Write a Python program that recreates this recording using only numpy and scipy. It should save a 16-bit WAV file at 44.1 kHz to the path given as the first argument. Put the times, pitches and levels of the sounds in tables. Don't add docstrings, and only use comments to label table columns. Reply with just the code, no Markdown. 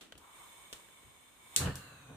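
import sys
import numpy as np
from scipy import signal
from scipy.fft import rfft, irfft
from scipy.io import wavfile
from scipy.ndimage import uniform_filter1d, map_coordinates

SR = 44100
rng = np.random.default_rng(int(sys.argv[2]) if len(sys.argv) > 2 else 0)


def log_audio(samples):
    frames = np.atleast_2d(samples).T
    limited = np.clip(frames, -1, 1)
    pcm = np.round(limited * 32767).astype(np.int16)
    wavfile.write(sys.argv[1], SR, pcm)


N = 95432
T = np.arange(N) / SR
SIZE = 2 ** 17
HZ = np.maximum(np.arange(SIZE // 2 + 1) * SR / SIZE, 1)

# pitch_hz, t60_s (time to fall by 60 dB)
ROOM_FADE = [(200, .35), (1000, 0.37), (4000, 0.31), (8000, 0.29), (15000, 0.27)]
ROOM_BUILD_S = 0.00075
# pitch_hz, likeness (1 = the same, 0 = unrelated)
LIKENESS = [(150, .975), (280, .88), (600, .6), (1300, .45), (2500, .05), (15000, -.1)]
QUIET_LIKENESS, BUMP_LIKENESS = 0.48, 0.64
# pitch_hz, level_db
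QUIET_COLOUR = [(25, -4), (50, -1), (90, -3), (300, 0), (700, -3.5), (1500, -7.5), (3500, -5),
                (5000, -19.5), (8000, -11.5), (15000, -21.5)]
QUIET_DB = -67.5

# start_s, level_db, bass_db, treble_db, rattle_t60_s, room_db
CLICKS = [(0.0097, -23, 1.5, -4, 0.078, 6.5), (0.1223, -15.5, 10, -12, 0.027, -11),
          (0.153, -28.5, 24, -14, 0.025, -2), (0.1773, -30.5, -3, 7.5, 0.039, -0.5),
          (0.6358, -30, 6, -17, 0.02, 0), (0.7282, -13.5, 8, 3, 0.039, -4.5),
          (0.887, -25.5, 7, -24, 0.016, -12), (1.031, -34.5, 23, -21, 0.031, -4),
          (1.7558, -21, 1, 11.5, 0.014, 0.5), (2.072, -37, 1, -4, 0.02, -2)]
# pitch_hz, level_db
CLICK_COLOUR = [(60, -4), (200, -11), (420, -3.5), (850, -6.5), (1500, 0.5), (2200, -3.5), (3200, 4.5),
                (5000, -5), (8000, -1.5), (11000, -8), (15000, -12.5)]
BASS_HZ, TREBLE_HZ = 586, 4930
RATTLE_GRAIN_DB, RATTLE_GRAIN_HZ = 4, 450

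# start_s, level_db, t60_s
BUMPS = [(.118, -60, 0.32), (.728, -67, 0.25), (1.03, -56, 0.34), (1.42, -70, 0.57)]
# pitch_hz, level_db
BUMP_COLOUR = [(25, -12), (60, -4), (95, 4.5), (160, -13), (400, -18), (2000, -60)]
BUMP_RISE_S = 0.03
# start_s, level_db
BOOMS = [(0.015, -59), (.158, -71), (0.733, -66.5)]
BOOM_HZ, BOOM_WIDTH_HZ, BOOM_T60_S = 284, 186, 0.49

# time_s, level_db
GAS_FLOW = [(.17, -21), (.22, -4), (.335, -0.5), (.37, 3.5), (.48, 3), (.56, 2.5), (.8, 0.5), (1.0, -1.5),
            (1.2, -3), (1.4, -3.5), (1.47, 0.5), (1.55, 5.5), (1.62, -3), (1.7, -31)]
# pitch_hz, level_db
JET_COLOUR = [(80, 1.5), (300, -3), (700, -0.5), (1300, -7), (1800, -1), (2800, -5.5), (3900, -4),
              (4300, -7.5), (4600, -21), (5200, -6.5), (5700, -18), (6500, -5.5), (7400, -5), (8500, -4),
              (10500, -8), (14500, -9), (16000, -19)]
# pitch_hz, width_hz, level_db
PORTS = [(1039, 244, -3), (2233, 82, 1), (3075, 63, -5), (3560, 89, -1), (6570, 170, -10.5),
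         (7700, 110, -10.5), (8570, 244, -5.5)]
JET_DB, PORT_DB = -62, -62
# pitch_hz, left_minus_right_db
GAS_PAN = [(600, 0.5), (1150, -2.5), (2200, 2), (4200, -2), (6500, 4.5), (8700, -10), (10000, -5.5),
           (13000, 3)]
WAVER_SHARE, WAVER_HZ = 0.009, 25
GAS_FLUTTER_DB, FLUTTER_HZ = 1.8, 25
# time_s, level_db
VALVE_SONG = [(.17, -78), (.23, -60), (.33, -63.5), (.39, -61.5), (.48, -63), (.55, -86), (.7, -93)]
VALVE_HZ, VALVE_WIDTH_HZ = 1030, 330

SPARK_S, SPARK_DB, SPARK_ROOM_DB = 1.5624, 10, 7
PRESS_LEAD_S, PRESS_DB = 0.0017, -25
# pitch_hz, left_db, right_db
SPARK_COLOUR = [(200, -50, -35), (800, -35, -43), (1650, -31, -4.5), (2180, -13, -16), (3250, -4, -7.5),
                (4480, 0.5, -11), (5400, -6.5, -20), (6670, -2.5, -28), (7830, 9.5, 13.5), (8820, -25, -11),
                (10050, -1, 9), (10450, -19, -22), (12200, -11, -15), (13600, 0.5, -25), (15500, -27, -38)]
# delay_s, left_gain, right_gain (a negative gain flips the echo)
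SPARK_ECHOES = [(.00036, 1.35, 1), (.00058, -0.22, 0.76), (.0009, 0.21, 0.26), (.0016, .2, .55),
                (.0027, 0.61, 0.012)]
RIGHT_LAG_S = 0.00003
# pitch_hz, level_db, t60_s
METAL = [(3520, -2, .18), (3780, -1, .18), (4150, -4, .3), (4636, -6, .35), (5276, -7, .35), (6538, 1, .25),
         (6810, -1, .2), (7570, 1, .28), (8080, 3, .19), (8465, -1, .25), (9190, -3, .2), (9485, -3, .25),
         (9825, -4, .2), (12600, -10, .28)]
METAL_DB = -42.5
# pitch_hz, level_db
SPARK_TAIL = [(200, -9), (520, -9.5), (850, -22), (1120, -15.5), (1700, -8.5), (2400, -7.5), (3200, -8.5),
              (4000, 1), (5200, -5.5), (6700, -0.5), (8100, 1), (8900, -2), (9800, -2), (11500, -10),
              (12600, -7.5), (15000, -12.5)]

# time_s, level_db
FLARE = [(1.55, -49), (1.572, -18), (1.596, -14.5), (1.607, -0.5), (1.632, 1.5), (1.692, 0.5), (1.712, -7),
         (1.735, -14.5), (1.775, -13), (1.84, -33.5), (1.98, -32.5), (2.16, -52)]
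# pitch_hz, width_hz, level_db
AIR = [(87, 16, 0), (136, 15, 0), (180, 16, -6), (254, 12, -9.5), (284, 10, -8), (379, 10, -17),
       (413, 10, -16), (465, 12, -16), (493, 10, -13), (1615, 14, -19), (1708, 14, -20), (1790, 12, -19)]
# pitch_hz, level_db
ROAR_COLOUR = [(40, -18), (100, 11), (300, 0), (560, 2), (800, -2), (1300, -0.5), (1780, -1.5),
               (1950, -14.5), (2700, -5.5), (3300, -12.5), (4200, -19), (6000, -28), (15000, -46)]
WHUMP_DB, ROAR_DB, THUD_DB = -35, -40, -49
ROAR_LEAD_S, THUD_LAG_S = 0.0055, 0.023
ROAR_FLUTTER_DB = 2.5
ROAR_THROB = 0.24
THUD_HZ, THUD_WIDTH_HZ = 40.7, 15

# time_s, level_db
FLAME = [(1.58, -90), (1.64, -51), (1.75, -56.5), (1.86, -56.5), (1.95, -59), (2.03, -61), (2.16, -62.5)]
# pitch_hz, width_hz, level_db
FLAME_PORTS = [(1117, 100, 2.5), (1457, 300, 2.5), (2530, 120, 2.5), (3790, 160, -1.5), (6250, 220, -8)]
SETTLED_S, SINK_OCTAVES_PER_S = 2.05, 0.6
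# pitch_hz, level_db
FLAME_HISS = [(300, -3.5), (1000, 4.5), (2000, -3.5), (3000, -3), (4100, -0.5), (4600, -11), (5500, -19),
              (6300, -2), (8500, -8), (11000, -10.5), (14500, -9.5), (16000, -23)]
FLAME_HISS_DB = -2.5
FLAME_JET_HZ, FLAME_JET_WIDTH_HZ, FLAME_JET_DB = 8600, 1200, -69.5
# time_s, level_db
RUMBLE = [(1.7, -87), (1.8, -59), (1.85, -61.5), (1.93, -58.5), (1.99, -64.5), (2.07, -58.5), (2.13, -53.5)]
# pitch_hz, level_db
RUMBLE_COLOUR = [(30, -11), (60, -6), (90, -4), (140, 6.5), (200, -12), (275, -2), (350, -13), (490, -6.5),
                 (650, -12), (1000, -17), (2000, -28), (8000, -60)]
RUMBLE_FLUTTER_DB, RUMBLE_FLUTTER_HZ = 2, 35
RUMBLE_AIR_DB = -4.5

CHIRP_S, CHIRP_LENGTH_S, CHIRP_DB = 1.663, 0.007, -46.5
CHIRP_HZ, CHIRP_WIDTH_HZ = 3020, 130
LOW_CUT_HZ, CUTOFF_HZ = 34, 15400


def from_db(db):
    return 10 ** (np.asarray(db) / 20)


def rms_one(x):
    return x / np.sqrt(np.mean(x ** 2) + 1e-20)


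def level(rows, lag=0):
    return from_db(np.interp(T - lag, *np.transpose(rows)))


def at_hz(points, hz=HZ):
    pitch, value = np.transpose(points)
    return np.interp(np.log(hz), np.log(pitch), value)


def dying(t, t60):
    return (t >= 0) * np.exp(-np.log(1000) * np.maximum(t, 0) / t60)


def wander(rate_hz):
    smooth = rfft(rng.standard_normal(SIZE)) / (1 + (HZ / rate_hz) ** 4)
    return rms_one(irfft(smooth)[:N])


def colour(x, db):
    cepstrum = irfft(np.log(from_db(db)))
    cepstrum[1:SIZE // 2] *= 2
    cepstrum[SIZE // 2 + 1:] = 0
    return irfft(rfft(x, SIZE) * np.exp(rfft(cepstrum)))[..., :N]


def resonances(rows):
    power = 0
    for hz, width, db in rows:
        offset = (HZ - hz * hz / HZ) / (2 * width)
        power = power + from_db(db) ** 2 / (1 + offset ** 2 * 2) ** 2
    return 10 * np.log10(power + 1e-12)


def noise(db, pan_db=0, likeness=1):
    mid, side = rfft(rng.standard_normal((2, SIZE)))
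    alike = np.clip(likeness * at_hz(LIKENESS), -1, 1)
    sign = np.array([[1], [-1]])
    both = np.sqrt(1 + alike) * mid + np.sqrt(1 - alike) * side * sign
    return rms_one(irfft(both * from_db(db + sign * pan_db / 2))[:, :N])


def evened(x, span_s):
    power = uniform_filter1d(np.mean(x ** 2, axis=0), max(int(span_s * SR), 1))
    return x / np.sqrt(power + 1e-9)


def bent(x, speed):
    place = np.cumsum(speed)
    return np.array([map_coordinates(side, [place], order=3, mode="wrap") for side in x])


def room_tail(start_s):
    t = T - start_s
    white = rfft(noise(0 * HZ), SIZE)
    out = 0
    edges = [1, 400, 1500, 3000, 6000, 11000, SR / 2]
    for low, high in zip(edges, edges[1:]):
        band = irfft(white * ((HZ >= low) & (HZ < high)))[:, :N]
        out = out + band * dying(t, at_hz(ROOM_FADE, (low + high) / 2))
    build = 1 - np.exp(-np.maximum(t, 0) / ROOM_BUILD_S)
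    return rms_one(out * build) / np.sqrt(N)


def quiet_kitchen():
    return from_db(QUIET_DB) * noise(at_hz(QUIET_COLOUR), likeness=QUIET_LIKENESS)


def clicks():
    out = 0
    bass = 1 / (1 + (HZ / BASS_HZ) ** 2)
    treble = 1 / (1 + (TREBLE_HZ / HZ) ** 4)
    for s, db, bass_db, treble_db, t60, room_db in CLICKS:
        grain = from_db(RATTLE_GRAIN_DB * wander(RATTLE_GRAIN_HZ))
        rattle = rms_one(noise(0 * HZ) * grain * dying(T - s, t60)) / np.sqrt(N)
        click = rattle + from_db(room_db) * room_tail(s)
        out = out + colour(click, db + at_hz(CLICK_COLOUR) + bass_db * bass + treble_db * treble)
    return out


def bumps():
    swell = 0
    for s, db, t60 in BUMPS:
        rise = np.clip((T - s) / BUMP_RISE_S, 0, 1)
        swell = swell + from_db(db) * dying(T - s, t60) * rise
    boom = sum(from_db(db) * dying(T - s, BOOM_T60_S) for s, db in BOOMS)
    dull = evened(noise(at_hz(BUMP_COLOUR), likeness=BUMP_LIKENESS), span_s=0.02)
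    hollow = noise(resonances([(BOOM_HZ, BOOM_WIDTH_HZ, 0)]), likeness=BUMP_LIKENESS)
    return swell * dull + boom * hollow


def gas():
    pan = at_hz(GAS_PAN)
    ports = noise(resonances(PORTS), pan, QUIET_LIKENESS)
    ports = bent(ports, 1 + WAVER_SHARE * wander(WAVER_HZ))
    port_gain = from_db(PORT_DB + GAS_FLUTTER_DB * wander(FLUTTER_HZ))
    jet = from_db(JET_DB) * noise(at_hz(JET_COLOUR), pan, QUIET_LIKENESS)
    valve = level(VALVE_SONG) * noise(resonances([(VALVE_HZ, VALVE_WIDTH_HZ, 0)]))
    return level(GAS_FLOW) * (jet + port_gain * ports) + valve


def spark():
    trigger = colour(room_tail(SPARK_S - PRESS_LEAD_S), PRESS_DB + at_hz(CLICK_COLOUR))
    crack = np.zeros((2, N))
    start = int(SPARK_S * SR)
    crack[:, start] = 1
    for delay, left_gain, right_gain in SPARK_ECHOES:
        crack[:, start + int(delay * SR)] += left_gain, right_gain
    sides = np.array(SPARK_COLOUR)
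    left, right = [
        colour(rms_one(crack[k]) / np.sqrt(N), SPARK_DB + at_hz(sides[:, [0, k + 1]]))
        for k in range(2)
    ]
    lag = np.exp(-2j * np.pi * HZ * RIGHT_LAG_S)
    direct = np.array([left, irfft(rfft(right, SIZE) * lag)[:N]])
    t = T - SPARK_S
    ring = 0
    for hz, db, t60 in METAL:
        tone = np.sin(2 * np.pi * (hz * t + rng.random((2, 1))))
        ring = ring + from_db(METAL_DB + db) * dying(t, t60) * tone
    tail = colour(room_tail(SPARK_S), SPARK_ROOM_DB + at_hz(SPARK_TAIL))
    return trigger + direct + ring + tail


def flare():
    whump = from_db(WHUMP_DB) * evened(noise(resonances(AIR)), span_s=0.0407)
    roar = from_db(ROAR_DB + ROAR_FLUTTER_DB * wander(FLUTTER_HZ)) * noise(at_hz(ROAR_COLOUR))
    roar = roar * (1 + ROAR_THROB * rms_one(whump))
    deep = noise(resonances([(THUD_HZ, THUD_WIDTH_HZ, 0)]))
    thud = from_db(THUD_DB) * evened(deep, span_s=0.04)
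    burst = level(FLARE, -ROAR_LEAD_S) * roar + level(FLARE) * whump + level(FLARE, THUD_LAG_S) * thud
    return burst * np.clip((T - SPARK_S) / 0.0066, 0, 1)


def flame():
    lit = T > SPARK_S
    hot = noise(resonances(FLAME_PORTS)) + from_db(FLAME_HISS_DB) * noise(at_hz(FLAME_HISS))
    sinking = 2 ** (-SINK_OCTAVES_PER_S * (T - SETTLED_S))
    hiss = level(FLAME) * bent(hot, sinking * lit)
    jet_peak = resonances([(FLAME_JET_HZ, FLAME_JET_WIDTH_HZ, 0)])
    jet = from_db(FLAME_JET_DB) * noise(jet_peak, at_hz(GAS_PAN))
    rumble = noise(at_hz(RUMBLE_COLOUR)) + from_db(RUMBLE_AIR_DB) * noise(resonances(AIR))
    flutter = from_db(RUMBLE_FLUTTER_DB * wander(RUMBLE_FLUTTER_HZ))
    return (hiss + jet + level(RUMBLE) * flutter * evened(rumble, span_s=0.089)) * lit


def chirp():
    swell = np.exp(-0.5 * ((T - CHIRP_S) / CHIRP_LENGTH_S) ** 2)
    whistle = evened(noise(resonances([(CHIRP_HZ, CHIRP_WIDTH_HZ, 0)])), span_s=0.017)
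    return from_db(CHIRP_DB) * swell * whistle


def scene():
    handling = clicks() + bumps()
    burner = gas() + spark() + flare() + flame() + chirp()
    return quiet_kitchen() + handling + burner


def record(dry):
    low_cut = signal.butter(3, LOW_CUT_HZ, "high", fs=SR, output="sos")
    top_cut = signal.ellip(10, 0.1, 70, CUTOFF_HZ, fs=SR, output="sos")
    return signal.sosfilt(top_cut, signal.sosfilt(low_cut, dry))


dry = scene()
out = record(dry)
log_audio(out)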